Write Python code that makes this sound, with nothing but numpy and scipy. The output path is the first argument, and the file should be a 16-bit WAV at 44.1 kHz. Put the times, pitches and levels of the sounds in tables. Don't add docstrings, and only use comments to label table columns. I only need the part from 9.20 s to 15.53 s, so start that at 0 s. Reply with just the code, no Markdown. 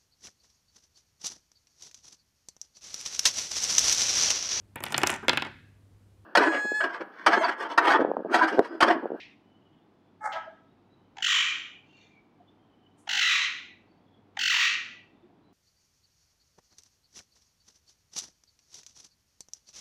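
import sys
import numpy as np
from scipy import signal
from scipy.fft import rfft, irfft
from scipy.io import wavfile
from scipy.ndimage import uniform_filter1d

SR = 44100
rng = np.random.default_rng(int(sys.argv[2]) if len(sys.argv) > 2 else 0)


def to_wav(sig):
    pcm = np.clip(np.atleast_2d(sig), -1, 1) * 32767
    pcm = np.round(pcm).astype(np.int16)
    wavfile.write(sys.argv[1], SR, pcm.T)


N = 279153
TIME = np.arange(N) / SR


def from_db(db):
    return 10 ** (np.asarray(db) / 20)


def rms_one(x):
    return x / np.sqrt(np.mean(x ** 2) + 1e-20)


def at_hz(points, hz):
    points_hz, values = np.transpose(points)
    return np.interp(np.log(np.maximum(hz, 1)), np.log(points_hz), values)


def gate(start, end, edge_s):
    return np.clip((TIME - start) / edge_s, 0, 1) * np.clip((end - TIME) / edge_s, 0, 1)


def swell(peak_s, rise_s, fall_s, depth_db):
    away = np.maximum((peak_s - TIME) / rise_s, (TIME - peak_s) / fall_s)
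    return from_db(-depth_db * away) * gate(peak_s - rise_s, peak_s + fall_s, edge_s=.005)


def drift(rate_hz):
    lowpass = signal.butter(2, rate_hz, fs=SR, output="sos")
    return rms_one(signal.sosfilt(lowpass, rng.standard_normal(N)))


def colour(x, spectrum, size=8192):
    gain = from_db(at_hz(spectrum, np.fft.rfftfreq(size, 1 / SR)))
    cepstrum = irfft(np.log(gain))
    cepstrum[1:size // 2] *= 2
    cepstrum[size // 2 + 1:] = 0
    response = irfft(np.exp(rfft(cepstrum)))
    return signal.fftconvolve(x, response / np.linalg.norm(response))[:N]


def resonance(x, hz, width_hz, gain_db):
    return x + (from_db(gain_db) - 1) * signal.lfilter(*signal.iirpeak(hz, hz / width_hz, fs=SR), x)


def shelf(x, hz, gain, order=3):
    return x + (gain - 1) * signal.sosfiltfilt(signal.butter(order, hz, "high", fs=SR, output="sos"), x)


def pulses(pitch, count):
    out, on = np.zeros(N), pitch > 0
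    hz = pitch[on]
    phase = 2 * np.pi * np.cumsum(hz) / SR
    harmonics = sum(np.cos(k * phase) * np.clip(SR / 2 / hz - k - 1, 0, 1) for k in range(1, count + 1))
    out[on] = 2 * np.sqrt(hz / SR) * harmonics
    return out


def dying_ring(start_db=-45, fade_db_per_s=116):
    # (frequency [Hz], relative level [dB])
    ring_spectrum = [(470, -63.5), (800, -37.5), (903, -33), (1580, -14.5), (1910, -4.5), (2440, -1.5),
                     (4760, -17.5), (5650, -21.5), (9000, -47.5), (11700, -81), (19800, -120)]
    return from_db(start_db - fade_db_per_s * TIME) * colour(rng.standard_normal(N), ring_spectrum)


def room_tone(hiss_db=-55, hum_db=-67.5, hum_hz=98.3):
    # (frequency [Hz], relative level [dB])
    hiss_spectrum = [(15, -58.5), (25, -23.5), (43, -5.5), (70, -17.5), (94, -5.5), (189, -0.5), (291, 1.5),
                     (557, -11.5), (710, -9), (812, -9.5), (1730, -22), (3490, -28), (5370, -36),
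                     (8270, -46), (15800, -49.5)]
    hiss = colour(rng.standard_normal(N), hiss_spectrum)
    hum = np.sqrt(2) * np.sin(2 * np.pi * hum_hz * TIME) * (1 + .3 * drift(4))
    return from_db(hiss_db) * hiss + from_db(hum_db) * hum


def twitters(count=40, per_s=3.6, half_length_s=.21, centre_hz=3620, octaves=.26):
    when, high, loud = rng.random((count, 3)).T
    middle_s = (np.arange(count) + when) / per_s
    pitch_hz = centre_hz * 2 ** (octaves * (2 * high - 1))
    level_db = -78 + 4 * loud
    return [(s, half_length_s, hz, db) for s, hz, db in zip(middle_s, pitch_hz, level_db)]


def chirps_and_knocks(waver=.018, flicker=.7):
    # (middle [s], half-length [s], pitch [Hz], level [dB])
    tones = [(.38, 0.46, 2970, -69), (1.275, 0.044, 643.5, -42.5), (1.75, .2, 3900, -75),
             (2.742, .1, 2757, -63), (2.82, 0.068, 2730, -67), (2.976, .05, 2300, -60.5),
             (3.21, .07, 720, -56.5), (3.3, .073, 3545, -68), (3.64, .36, 3052, -69),
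             (4.74, .11, 4500, -69), (4.92, .22, 3413, -70), (6.055, .062, 350.6, -49.5),
             (6.11, 0.054, 716, -56)]
    out = np.zeros(N)
    wavering_time = np.cumsum(1 + waver * drift(120)) / SR
    for middle_s, half_s, hz, db in list(tones) + twitters():
        near = np.abs(TIME - middle_s) < half_s
        envelope = np.cos(np.pi / 2 * (TIME[near] - middle_s) / half_s) ** 4
        out[near] += from_db(db) * envelope * np.sin(2 * np.pi * hz * wavering_time[near])
    return out * rms_one(1 + flicker * drift(39))


def mutter(hoarse=.54, jitter=.025, flutter=.3, flip_s=.006):
    # (peak [s], swell [s], fade [s], first pitch [Hz], second pitch [Hz], level [dB], treble [dB])
    low_notes = [(1.061, .057, .075, 432, 257.8, -31.5, 4.5),
                 (1.175, .11, .028, 265.2, 325.6, -33.5, -13.5)]
    # (frequency [Hz], relative gain [dB])
    mouth = [(400, -39), (530, -4.5), (850, 4.5), (1050, -7.5), (1300, 1.5), (1480, -2), (1650, -3.5),
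             (2150, -10), (2550, -38.5), (5000, -34), (7500, -33), (9800, -39.5), (11000, -59)]
    notes = 0
    for peak_s, swell_s, fade_s, first_hz, second_hz, db, treble_db in low_notes:
        loudness = swell(peak_s, swell_s, fade_s, depth_db=21)
        halfway_s = peak_s + (fade_s - swell_s) / 2
        flipped = .5 + .5 * np.tanh((TIME - halfway_s) / flip_s)
        pitch = (first_hz + flipped * (second_hz - first_hz)) * (1 + jitter * drift(200))
        voice = pulses(pitch * (loudness > 0), count=40) + hoarse * rng.standard_normal(N)
        voice = shelf(voice, hz=5500, gain=from_db(treble_db))
        voice = shelf(voice, hz=1550, gain=loudness ** .4)
        notes = notes + from_db(db) * loudness * voice
    return colour(notes * (1 + flutter * drift(100)), mouth)


def rasp(level_db=-39):
    # (frequency [Hz], relative level [dB])
    rasp_spectrum = [(1000, -12.5), (1900, 3), (2600, -2.5), (3200, 5.5), (4500, -10.5), (6300, -13.5),
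                     (8000, -32.5), (12000, -45.5), (15000, -31)]
    envelope = swell(peak_s=1.128, rise_s=.012, fall_s=.05, depth_db=16)
    return colour(from_db(level_db) * envelope * rng.standard_normal(N), rasp_spectrum)


def creaks():
    # (start [s], length [s], level [dB])
    puffs = [(1.967, 0.0093, -38), (1.982, 0.0062, -24), (2.003, .009, -38), (3.871, 0.013, -37.5),
             (3.893, .1, -43), (5.168, 0.011, -30.5)]
    # (frequency [Hz], relative level [dB])
    puff_spectrum = [(400, -39.5), (800, 8.5), (1200, -10.5), (1800, 4), (2500, -5), (3200, -1),
                     (4500, -18.5), (6800, -16), (8500, -42), (15000, -47)]
    envelope = sum(from_db(db) * gate(s, s + length, edge_s=.0056) for s, length, db in puffs)
    return colour(envelope * rng.standard_normal(N), puff_spectrum)


def trill_course(t, length, strained_s, sinking_s, lowest_hz, break_s=.028, rebound_s=.075, release_s=.1):
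    strained_bottom_hz, break_bottom_hz, relaxed_bottom_hz = 1440, 1320, 1090
    strained_top_hz, relaxed_top_hz = 2841, 1945
    onset_db, peak_db, tired_db, end_db = -4, 1.4, -1.5, -14
    pushed = np.clip(t / strained_s, 0, 1)
    strained = np.interp(t, [strained_s, strained_s + break_s], [1, 0])
    sunk = np.clip((t - strained_s) / sinking_s, 0, 1) ** 1.5
    recovered = np.clip((t - strained_s - sinking_s) / rebound_s, 0, 1)
    push_db = strained * (onset_db + (peak_db - onset_db) * pushed ** 2)
    fade_db = np.interp(t, [strained_s, length - release_s, length], [0, tired_db, end_db])
    bottom_hz = (break_bottom_hz + strained * (strained_bottom_hz - break_bottom_hz)
                 + sunk * (lowest_hz - break_bottom_hz) + recovered * (relaxed_bottom_hz - lowest_hz))
    follow = (bottom_hz / relaxed_bottom_hz) ** .2
    top_hz = strained * strained_top_hz + (1 - strained) * relaxed_top_hz * follow
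    bend = 2 ** (-.01 * fade_db)
    return bend * bottom_hz, bend * top_hz, push_db + fade_db


def call_colour(voice, peaks_and_dips, t, effort_db, opening_s=.11):
    strength = np.std(voice)
    for hz, width_hz, db in peaks_and_dips:
        voice = resonance(voice, hz, width_hz, db)
    shut = np.exp(-(t / opening_s) ** 4)
    hollow = resonance(voice, hz=2330, width_hz=800, gain_db=-20)
    voice = voice + shut * (hollow - voice)
    top_db = 2.2 + 1.1 * np.minimum(effort_db, 0)
    return strength * rms_one(shelf(voice, hz=11000, gain=from_db(top_db), order=4))


def screech(call, swings_per_s, peaks_and_dips, first_trough_s=.0025, throb_db=11, uneven_db=1.2):
    # (frequency [Hz], relative gain [dB])
    throat = [(500, -40), (850, -8), (1400, -4), (1900, -5), (2200, 0.5), (2950, -0.5), (3700, -6),
              (4900, -11.5), (6300, -9), (7400, -17), (8200, -29.5), (12500, -42.5), (15200, -33)]
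    jitter, flutter, air, wobble, second_side = .04, .6, .12, .06, .85
    start, length, strained_s, sinking_s, lowest_hz, call_db, first_rough, last_rough = call
    t = TIME - start
    bottom_hz, top_hz, effort_db = trill_course(t, length, strained_s, sinking_s, lowest_hz)
    rough = np.interp(t, [0, length], [first_rough, last_rough])
    sounding = gate(start, start + length, edge_s=.0012)
    turns = (t - first_trough_s) * swings_per_s + wobble * rough * drift(30)
    strain = np.clip(np.log2(top_hz / 1900) * 2, .18, 1)
    voice = air * rough * rng.standard_normal(N)
    for share, lag in [(1, 0), (second_side * rough, .36 + .091 * drift(15))]:
        swing = np.abs(np.sin(np.pi * (turns - lag))) ** 1.9
        trough_hz = bottom_hz * (1 + .032 * drift(24.12))
        pitch = (trough_hz + (top_hz - trough_hz) * swing) * (1 + jitter * rough * drift(780))
        choke = np.sin(np.pi * (turns - lag - .08)) ** 2
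        opening = from_db(-throb_db * strain * choke)
        shake = 1 + flutter * rough * drift(640)
        voice = voice + share * opening * shake * pulses(pitch * (sounding > 0), count=18)
    loudness = sounding * from_db(call_db + effort_db + uneven_db * drift(45))
    voice = colour(voice * loudness, throat)
    return call_colour(voice, peaks_and_dips, t, effort_db * (t > strained_s))


def screeches():
    # (start [s], length [s], strained opening [s], sinking [s],
    # lowest pitch before the bend [Hz], level [dB], first roughness [0-1], last roughness [0-1])
    calls = [(2.023, .291, .028, .115, 940, -19.5, .1, .22), (3.890, 0.38, .11, .225, 900, -20.3, .17, .66),
             (5.190, 0.36, .095, .07, 840, -19, .07, .25), (2.66, .3, 0.11, .16, 2200, -62, .9, 0.9)]
    trill_rates = [49.4, 49.2, 45.9, 48]
    # (frequency [Hz], width [Hz], gain [dB])
    peaks_and_dips = [
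        [(1900, 84, 10), (2370, 68, 8.5), (3050, 360, 11.5), (5000, 700, -2), (7150, 410, 8),
         (14180, 5000, -3.5)],
        [(1400, 160, -0.5), (1961, 120, 9.5), (2770, 760, 5.5), (3980, 400, 7), (14000, 3700, -1)],
        [(1934, 110, 10.5), (2660, 270, 7), (3100, 480, 3.5), (4400, 410, 7.5), (5500, 280, 1),
         (14000, 2100, 4)],
        [(2380, 120, 12.5), (2740, 97, 9), (3650, 150, 11), (4380, 110, 11), (6850, 630, 3)],
    ]
    return sum(screech(*settings) for settings in zip(calls, trill_rates, peaks_and_dips))


def claw_scrape(level_db=-67.5, band_hz=(5500, 10500)):
    bandpass = signal.butter(3, band_hz, "band", fs=SR, output="sos")
    scrape = rms_one(signal.sosfilt(bandpass, rng.standard_normal(N)))
    return from_db(level_db) * swell(peak_s=3.79, rise_s=.02, fall_s=.11, depth_db=18) * scrape


def room(x, echo_db=-9, first_echo_s=.0025, build_s=.0098, band_count=12):
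    # (frequency [Hz], time to fall 60 dB [s])
    decay_times = [(300, 0.28), (1000, 0.7), (2500, 0.62), (4000, 0.61), (7000, 0.51), (11000, 0.14),
                   (16000, 0.048)]
    t = TIME[:int(1.2 * SR)]
    hz, centres = np.fft.rfftfreq(len(t), 1 / SR), np.geomspace(200, 15800, band_count)
    white, tail = rfft(rng.standard_normal(len(t))), 0
    for centre, pick in zip(centres, np.eye(band_count)):
        band = irfft(white * at_hz(np.c_[centres, pick], hz), len(t))
        tail = tail + band * from_db(-60 * t / at_hz(decay_times, centre))
    build_up = np.clip((t - first_echo_s) / build_s, 0, 1)
    tail = build_up * resonance(tail, hz=2460, width_hz=370, gain_db=4)
    return x + from_db(echo_db) * signal.fftconvolve(x, tail / np.linalg.norm(tail))[:N]


def suppress(x, depth_db=7.5, threshold_db=12.5, size=1024):
    bands = signal.stft(x, nperseg=size)[2]
    power = uniform_filter1d(np.abs(bands) ** 2, size=3, axis=-1)
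    power = uniform_filter1d(power, size=3, axis=-2)
    quiet = np.quantile(power, .25, axis=-1, keepdims=True)
    threshold = quiet * from_db(threshold_db) ** 2 + 1e-20
    closed = 1 / (1 + (power / threshold) ** 2)
    return signal.istft(bands * from_db(-depth_db * closed), nperseg=size)[1][..., :N]


def limit(x, ceiling_db=-22, release_db_per_s=46.5, size=256):
    level_db = 10 * np.log10(np.abs(uniform_filter1d(x ** 2, size=size)) + 1e-12)
    excess_db = np.maximum(level_db - ceiling_db, 0)
    release_db = release_db_per_s * TIME
    cut_db = np.maximum.accumulate(excess_db + release_db, axis=-1) - release_db
    return x * from_db(-uniform_filter1d(cut_db, size=size))


def scene():
    direct = screeches() + creaks() + mutter() + rasp() + chirps_and_knocks() + claw_scrape()
    return (room(direct) + room_tone() + dying_ring())[None]


def record(dry, low_cut_hz=44, high_cut_hz=15800):
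    low_cut = signal.butter(4, low_cut_hz, "high", fs=SR, output="sos")
    high_cut = signal.ellip(10, .1, 70, high_cut_hz, fs=SR, output="sos")
    heard = suppress(signal.sosfilt(low_cut, dry))
    return signal.sosfilt(high_cut, limit(heard))


dry = scene()
out = record(dry)
to_wav(out)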